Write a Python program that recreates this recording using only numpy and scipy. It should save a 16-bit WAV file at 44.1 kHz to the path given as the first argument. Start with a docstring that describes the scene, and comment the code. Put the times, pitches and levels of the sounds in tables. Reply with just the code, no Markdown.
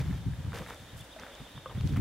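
"""Open bushland: someone carrying a wooden easel walks through dry grass, close to the microphone.
Soles crunch and stalks swish as shaped streams of tiny fractures; twigs and clods crack as rough rings,
stalks snap as noise bursts, and the easel knocks softly as fading wood tones.
Gusts thump on the microphone as low, uneven noise. Far birds chirp in arched tones over a flock of
wavering ones, with a scattered tail, above a steady hush of coloured noise."""
import sys
import numpy as np
from scipy import signal
from scipy.fft import rfft, irfft, next_fast_len
from scipy.io import wavfile
from scipy.ndimage import uniform_filter1d, map_coordinates

SR = 44100
rng = np.random.default_rng(int(sys.argv[2]) if len(sys.argv) > 2 else 0)


def to_wav(s):
    """Save 16-bit WAV."""
    ch = np.atleast_2d(s).T  # columns
    pcm = np.round(np.clip(ch, -1, 1) * 32767)  # PCM
    wavfile.write(sys.argv[1], SR, pcm.astype(np.int16))


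N = 88464

# How alike footfall and grass sound left and right. Each row: frequency in Hz, coherence from 0 to 1.
STEP_ALIKE = [(400, 0.98), (1200, 1), (2200, 1), (4000, 0.87), (10000, 0.59)]


def amp(db):
    """Decibels to gain."""
    return 10 ** (np.asarray(db) / 20)


def unit(x):
    """Scale to an rms of 1, over both channels together."""
    return x / np.sqrt(np.mean(x ** 2) + 1e-20)


def clock():
    """Time of each sample in seconds."""
    return np.arange(N) / SR


def curve(rows):
    """Join rows of seconds and value by straight lines, one value per sample."""
    return np.interp(clock(), *np.transpose(rows))


def along(points, hz):
    """Read points of Hz and value on a log frequency axis."""
    f, v = np.transpose(points)
    return np.interp(np.log(hz + 1), np.log(f + 1), v)


def wobble(rate):
    """A smooth random curve through normally distributed knots, rate of them a second."""
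    knots = rng.standard_normal(4096)
    return map_coordinates(knots, [clock() * rate + 2], mode="wrap")


def filtered(x, response):
    """Multiply the spectrum of x by a response of frequency."""
    m = next_fast_len(N + SR // 2)
    hz = np.fft.rfftfreq(m, 1 / SR)
    return irfft(rfft(x, m) * response(hz), m)[..., :N]


def spread(pair, spectrum, alike):
    """Colour two unrelated signals and blend them into left and right of a given coherence."""
    def mid_side_response(hz):
        turn = np.arccos(np.clip(along(alike, hz), -1, 1)) / 2
        return amp(along(spectrum, hz)) * [np.cos(turn), np.sin(turn)]

    mid, side = filtered(pair, mid_side_response)
    return np.array([mid + side, mid - side])


def grains(rate, spread_db):
    """Two streams of tiny fractures: random clicks of uneven size, rate of them a second."""
    size = amp(spread_db * np.minimum(rng.exponential(size=(2, N)), 4))
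    happens = rng.random((2, N)) < rate / SR
    return happens * size * rng.choice([-1, 1], (2, N))


def strokes(rows, attack_s, release_s):
    """Each stroke rises up to its start, holds its length and dies away; their powers add."""
    t = clock()
    each = []
    for start, length, db in rows:
        attack = np.clip(1 + (t - start) / attack_s, 0, 1)
        release = np.exp(-np.maximum(t - start - length, 0) / release_s)
        each.append(amp(db) * attack * release)
    return np.linalg.norm(each, axis=0)


def two_toned_strokes(rows, attack_s, release_s, main, other):
    """Strokes that each blend two textures; the last column is the other texture's share of power."""
    out = np.zeros((2, N))
    for start, length, db, share in rows:
        share = np.clip(share, 0, 1)
        texture = np.sqrt(1 - share) * main + np.sqrt(share) * other
        out += strokes([(start, length, db)], attack_s, release_s) * texture
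    return out


def add(track, s, sound):
    """Mix a sound into a track at a time in seconds."""
    part = track[..., max(round(s * SR), 0):][..., :sound.shape[-1]]
    part += sound[..., :part.shape[-1]]


def hush():
    """Steady air in far grass and trees: coloured noise, less alike left and right toward the treble."""
    # Colour of the air. Each row: frequency in Hz, relative level in dB.
    air_colour = [(20, -10), (50, 2), (100, -16), (160, -16.5), (280, -8.5), (400, -15), (540, -9.5),
                  (700, -14), (850, -12.5), (1100, -17), (1750, -15.5), (2100, -19.5), (2800, -20.5),
                  (3200, -16.5), (3650, -22.5), (4200, -23), (6000, -26), (10000, -29.5), (15700, -36)]
    # Left-right likeness. Each row: frequency in Hz, coherence from 0 to 1.
    air_alike = [(60, 1), (300, 0.98), (550, 0.79), (1200, 0.81), (2500, 0.64), (5000, 0.13),
                 (10000, 0.043)]
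    air = unit(spread(rng.standard_normal((2, N)), air_colour, air_alike))
    return air * amp(-51.5 + 0.61 * wobble(6.56))


def eddies(spectrum):
    """Low turbulence: coloured noise with its short-term power evened out."""
    # Left-right likeness at the microphone. Each row: frequency in Hz, coherence from 0 to 1.
    wind_alike = [(40, .94), (100, .93), (250, .88)]
    pair = spread(rng.standard_normal((2, N)), spectrum, wind_alike)
    power = np.mean(np.abs(signal.hilbert(pair)) ** 2, axis=0)
    local_power = np.abs(uniform_filter1d(power, size=700))
    return unit(pair / np.sqrt(local_power + 1e-20))


def wind():
    """Gusts on the microphone: turbulent rumble with single thumping eddies and a higher flutter."""
    # Gust strength. Each row: time in seconds, level in dB before the rumble trim.
    gusts = [(0, -31), (.17, -35), (.3, -49), (.5, -38), (.64, -47.5), (.78, -55), (.9, -56), (1.0, -50),
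             (1.08, -65), (1.35, -72), (1.47, -64), (1.62, -56), (1.72, -47), (1.8, -59), (1.9, -30),
             (2.0, -46)]
    # Single eddies thumping. Each row: start in seconds, length in seconds, level in dB before the trim.
    thumps = [(0.0, .015, -29), (.08, .03, -29.5), (.13, 0.019, -30), (.262, 0.026, -27),
              (.3, 0.041, -32.5), (.385, 0.022, -34.5), (.448, 0.0087, -32.5), (.478, 0.011, -29.5),
              (.602, 0.017, -38.5), (.805, 0.031, -47.5), (.935, 0.037, -43), (1.005, 0.023, -44.5),
              (1.405, 0.02, -42.5), (1.552, 0.02, -44), (1.578, 0.0085, -44), (1.753, 0.013, -31),
              (1.776, 0.01, -29), (1.806, 0.015, -29), (1.838, 0.031, -24), (1.928, .026, -26.5),
              (1.964, 0.021, -28), (1.997, 0.016, -19.5)]
    # Strongest gusts fluttering higher up. Each row: start in seconds, length in seconds, level in dB.
    flutters = [(.08, 0.027, -52), (1.83, 0.068, -64), (1.9, 0.024, -38), (1.975, .04, -32)]
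    # Colours of rumble and flutter. Each row: frequency in Hz, relative level in dB.
    rumble_colour = [(15, -31), (25, -45), (45, -2), (70, 3.5), (100, 5), (135, 1), (180, -5.5),
                     (235, -13.5), (340, -26), (500, -35.5), (900, -70)]
    flutter_colour = [(80, -20.5), (170, -8), (240, -1.5), (330, -16), (500, -26.5), (1000, -57)]
    # Where the gust presses harder. Each row: time in seconds, dB added on the left and taken on the right.
    lean = [(0, .8), (.6, .2), (2, .05)]
    lump_db, lumps_per_s, rumble_trim_db = 1, 40, -1

    gusting = amp(curve(gusts) + lump_db * wobble(lumps_per_s))
    thumping = strokes(thumps, attack_s=.007, release_s=.007)
    rumble = amp(rumble_trim_db) * np.hypot(gusting, thumping) * eddies(rumble_colour)
    flutter = strokes(flutters, attack_s=0.011, release_s=.02) * eddies(flutter_colour)
    return (rumble + flutter) * amp(np.outer([1, -1], curve(lean)))


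def crunches():
    """Soles press on gritty soil: fractures come in clumps, blending bright grit and dull soil."""
    # Each row: start in seconds, length in seconds, level in dB, share of dull soil from 0 to 1.
    presses = [(0.0, 0.015, -44.5, 0.47), (0.062, 0.087, -54.5, 0.03), (0.535, 0.05, -44.5, 0.55),
               (0.592, 0.034, -46, 0.64), (0.664, 0.018, -50, 0), (0.691, 0.0095, -46, 0.35),
               (0.716, 0.032, -51, 0.26), (1.193, .085, -52, 0.18), (1.301, 0.11, -54.5, 0.52),
               (1.707, 0.018, -51, 0.7), (1.747, 0.039, -55, 0.05), (1.865, 0.029, -57.5, 0),
               (1.964, 0.0065, -40.5, 0), (1.98, 0.023, -65, 1)]
    # Colours of grit and soil. Each row: frequency in Hz, relative level in dB.
    grit_colour = [(300, -7), (700, 3), (1150, 0), (1600, 1), (2200, -2), (3000, -10.5), (5000, -22.5),
                   (15000, -24)]
    soil_colour = [(150, -35), (330, -7), (520, 3), (750, -13.5), (1100, -20), (2500, -56)]
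    grains_per_s, size_spread_db, clump_db = 3000, 3, 1.8

    def crumble(colour):
        clumped = grains(grains_per_s, size_spread_db) * amp(clump_db * wobble(170))
        return unit(spread(clumped, colour, STEP_ALIKE))

    return two_toned_strokes(presses, 0.0068, 0.012, crumble(grit_colour), crumble(soil_colour))


def grass():
    """Stalks brush a leg in a dense crackle, their fine tips hiss; now and then one snaps as a noise burst."""
    # Brushes. Each row: start in seconds, length in seconds, level in dB, share of airy hiss from 0 to 1.
    swishes = [(0.0, 0.015, -49.5, 0.01), (0.041, 0.14, -61, 0.15), (0.544, 0.043, -50, 0.13),
               (0.602, 0.056, -58, 0.08), (0.676, 0.038, -57, 0.36), (0.727, 0.12, -64.5, 0.5),
               (0.972, 0.042, -56.5, 0.7), (1.034, .02, -65, 0.95), (1.86, 0.041, -54.5, 0.05),
               (1.924, 0.019, -55.5, 0)]
    # Dry stalks snapping. 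Each row: start in seconds, starting level in dB before the filters,
    # high-pass corner in Hz (thin stalks snap higher).
    snap_rows = [(.546, -39, 3000), (.559, -39, 3000), (.586, -40, 4000), (.701, -36, 5000),
                 (.7455, -38, 8500), (1.198, -38, 3500), (1.352, -42, 3500), (1.81, -42, 2000),
                 (1.874, -38, 2000), (1.969, -44, 3000)]
    # Colours of stalks and of fine tips. Each row: frequency in Hz, relative level in dB.
    straw_colour = [(800, -1), (2500, 11.5), (4000, 7.5), (6300, 4.5), (9000, -7.5), (12000, -3.5),
                    (16000, -16)]
    airy_colour = [(3000, -23), (5500, -4), (8000, 1), (12000, -2.5), (16000, -12.5)]
    grains_per_s, size_spread_db, snap_decay_s = 2200, 4.2, .0007

    def scrape(colour):
        uneven = grains(grains_per_s, size_spread_db) * amp(0.5 * wobble(150))
        return unit(spread(uneven, colour, STEP_ALIKE))

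    swish = two_toned_strokes(swishes, 0.008, 0.0085, scrape(straw_colour), scrape(airy_colour))
    snaps = np.zeros((2, N))
    t = np.arange(SR // 50) / SR
    for s, db, low_hz in snap_rows:
        burst = amp(db) * np.exp(-t / snap_decay_s) * rng.standard_normal((2, len(t)))
        high_pass = signal.butter(2, low_hz, "high", fs=SR)
        add(snaps, s, signal.lfilter(*high_pass, burst))
    return swish + spread(snaps, straw_colour, STEP_ALIKE)


def birds():
    """Far chirps stand over a flock of five wavering tones; the bush scatters both into a fading tail."""
    # The rest of the flock. Each row: time in seconds, level in dB before the tail.
    flock_level = [(0, -66), (.5, -66), (.75, -60.5), (1.1, -68), (1.3, -61), (1.65, -61), (1.75, -66),
                   (2, -67)]
    flock_hz, swing_hz, bush_db, bush_t60_s = 3610, 105, -7, .3

    warble = np.zeros(N)
    for _ in range(5):
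        strength = amp(2.8 * wobble(60))
        phase = 2 * np.pi * np.cumsum(flock_hz + swing_hz * wobble(110)) / SR
        warble += strength * np.sin(phase)
    song = chirps() + unit(warble) * amp(curve(flock_level))

    t = np.arange(SR // 3) / SR
    tail = rng.standard_normal((2, len(t))) * amp(-60 * t / bush_t60_s)
    tail /= np.linalg.norm(tail[0])
    return song + amp(bush_db) * signal.fftconvolve(song[None], tail, axes=1)[:, :N]


def cracks():
    """Twigs and clods break underfoot: each a rough, splintery ring of a few cycles."""
    # Each row: start in seconds, starting level of the ring in dB before colouring, pitch in Hz.
    breaks = [(.015, -38, 1700), (.043, -40, 1400), (.112, -37, 1900), (.178, -41, 800), (.336, -40, 1700),
              (.447, -43, 1500), (.465, -41, 1200), (.521, -31, 1300), (.532, -28.5, 1500),
              (.556, -32, 1600), (.574, -33, 1200), (.62, -33, 1000), (.635, -38, 1200), (.6635, -32, 1700),
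              (.691, -34, 1400), (.703, -33, 1900), (.707, -30, 1300), (1.19, -40, 1900), (1.21, -36, 1600),
              (1.223, -38, 1200), (1.235, -29, 1500), (1.2655, -30, 1500), (1.271, -38, 2000),
              (1.578, -35, 1100), (1.81, -37, 1200), (1.937, -37, 1600), (1.948, -39, 1600),
              (1.961, -35, 1900), (1.972, -37, 1800)]
    decay_cycles, roughness = 1.6, .4
    colour = [(200, 13), (600, -3), (2400, -0.5), (5000, -10.5), (15000, -45)]  # Hz, dB

    out = np.zeros(N)
    t = np.arange(SR // 50) / SR
    for s, db, hz in breaks:
        splinters = unit(signal.lfilter([1], [1, -.7], rng.standard_normal(len(t))))
        ring = np.sin(2 * np.pi * hz * t) + roughness * splinters
        add(out, s, amp(db) * np.exp(-t * hz / decay_cycles) * ring)
    return filtered(out, lambda hz: amp(along(colour, hz)))


def chirps():
    """One far bird repeats a short arch: a tone with a slow rise and a quick drop."""
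    # Each row: time of the top in seconds, level in dB rms at the top before the tail, top pitch in Hz.
    calls = [(.894, -60, 3760), (1.008, -55, 3570), (1.126, -55.5, 3760), (1.234, -58, 3680),
             (1.346, -60, 3540), (1.465, -57, 3640), (1.574, -54.5, 3700), (1.689, -56, 3720),
             (1.794, -56, 3720), (1.902, -57, 3720)]
    # Shape of every chirp. Each row: seconds from its top, share of the top pitch, relative level in dB.
    arch = [(-.03, .82, -25), (-.02, .86, -7), (-.008, .94, -1), (0, 1, 0), (.006, .97, 0), (.014, .78, -1),
            (.02, .68, -22)]
    song = np.zeros(N)
    when, pitch, level = np.transpose(arch)
    t = np.arange(when[0], when[-1], 1 / SR)
    for s, db, top_hz in calls:
        phase = 2 * np.pi * np.cumsum(top_hz * np.interp(t, when, pitch)) / SR
        loudness = amp(db + np.interp(t, when, level)) * np.sqrt(2)
        add(song, s + t[0], loudness * np.sin(phase))
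    return song


def easel():
    """Loose wooden parts tap each other: every knock excites the same fading modes, shifted in pitch."""
    # Each row: start in seconds, level in dB, tilt in dB per octave about 1 kHz, pitch factor.
    knocks = [(1.163, -44, -11.5, 1.24), (1.283, -44.5, -5, 1.1), (1.6588, -28, 2.5, 1.007),
              (1.696, -39.5, 2, 1), (1.712, -38, 7.5, 0.85)]
    # Modes of the wood. Each row: frequency in Hz before the pitch factor, relative level in dB,
    # time to fade by 60 dB in seconds.
    wood_modes = [(517, -6.5, .075), (1087, -8, 0.058), (1200, -5, .045), (1465, -12, 0.023),
                  (1890, -25, 0.035), (2800, -23, .02), (5000, -33, 0.013)]
    out = np.zeros(N)
    t = np.arange(SR // 5) / SR
    onset = 1 - np.exp(-t / 0.0006)
    for s, db, tilt_db, pitch in knocks:
        for hz, level, t60 in wood_modes:
            gain_db = db + level + tilt_db * np.log2(hz / 1000) + rng.normal(0, 1)
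            add(out, s, amp(gain_db - 60 * t / t60) * np.sin(2 * np.pi * hz * pitch * t) * onset)
    return out


def scene():
    """The walker, the wind and the bush around them."""
    return crunches() + grass() + cracks() + easel() + wind() + birds() + hush()


def record(dry):
    """The camera drops the deepest bass and keeps nothing above its band limit."""
    low_cut_hz, top_hz = 51, 15780
    return filtered(dry, lambda hz: (hz < top_hz) * hz ** 2 / np.hypot(hz ** 2, low_cut_hz ** 2))


dry = scene()
out = record(dry)
to_wav(out)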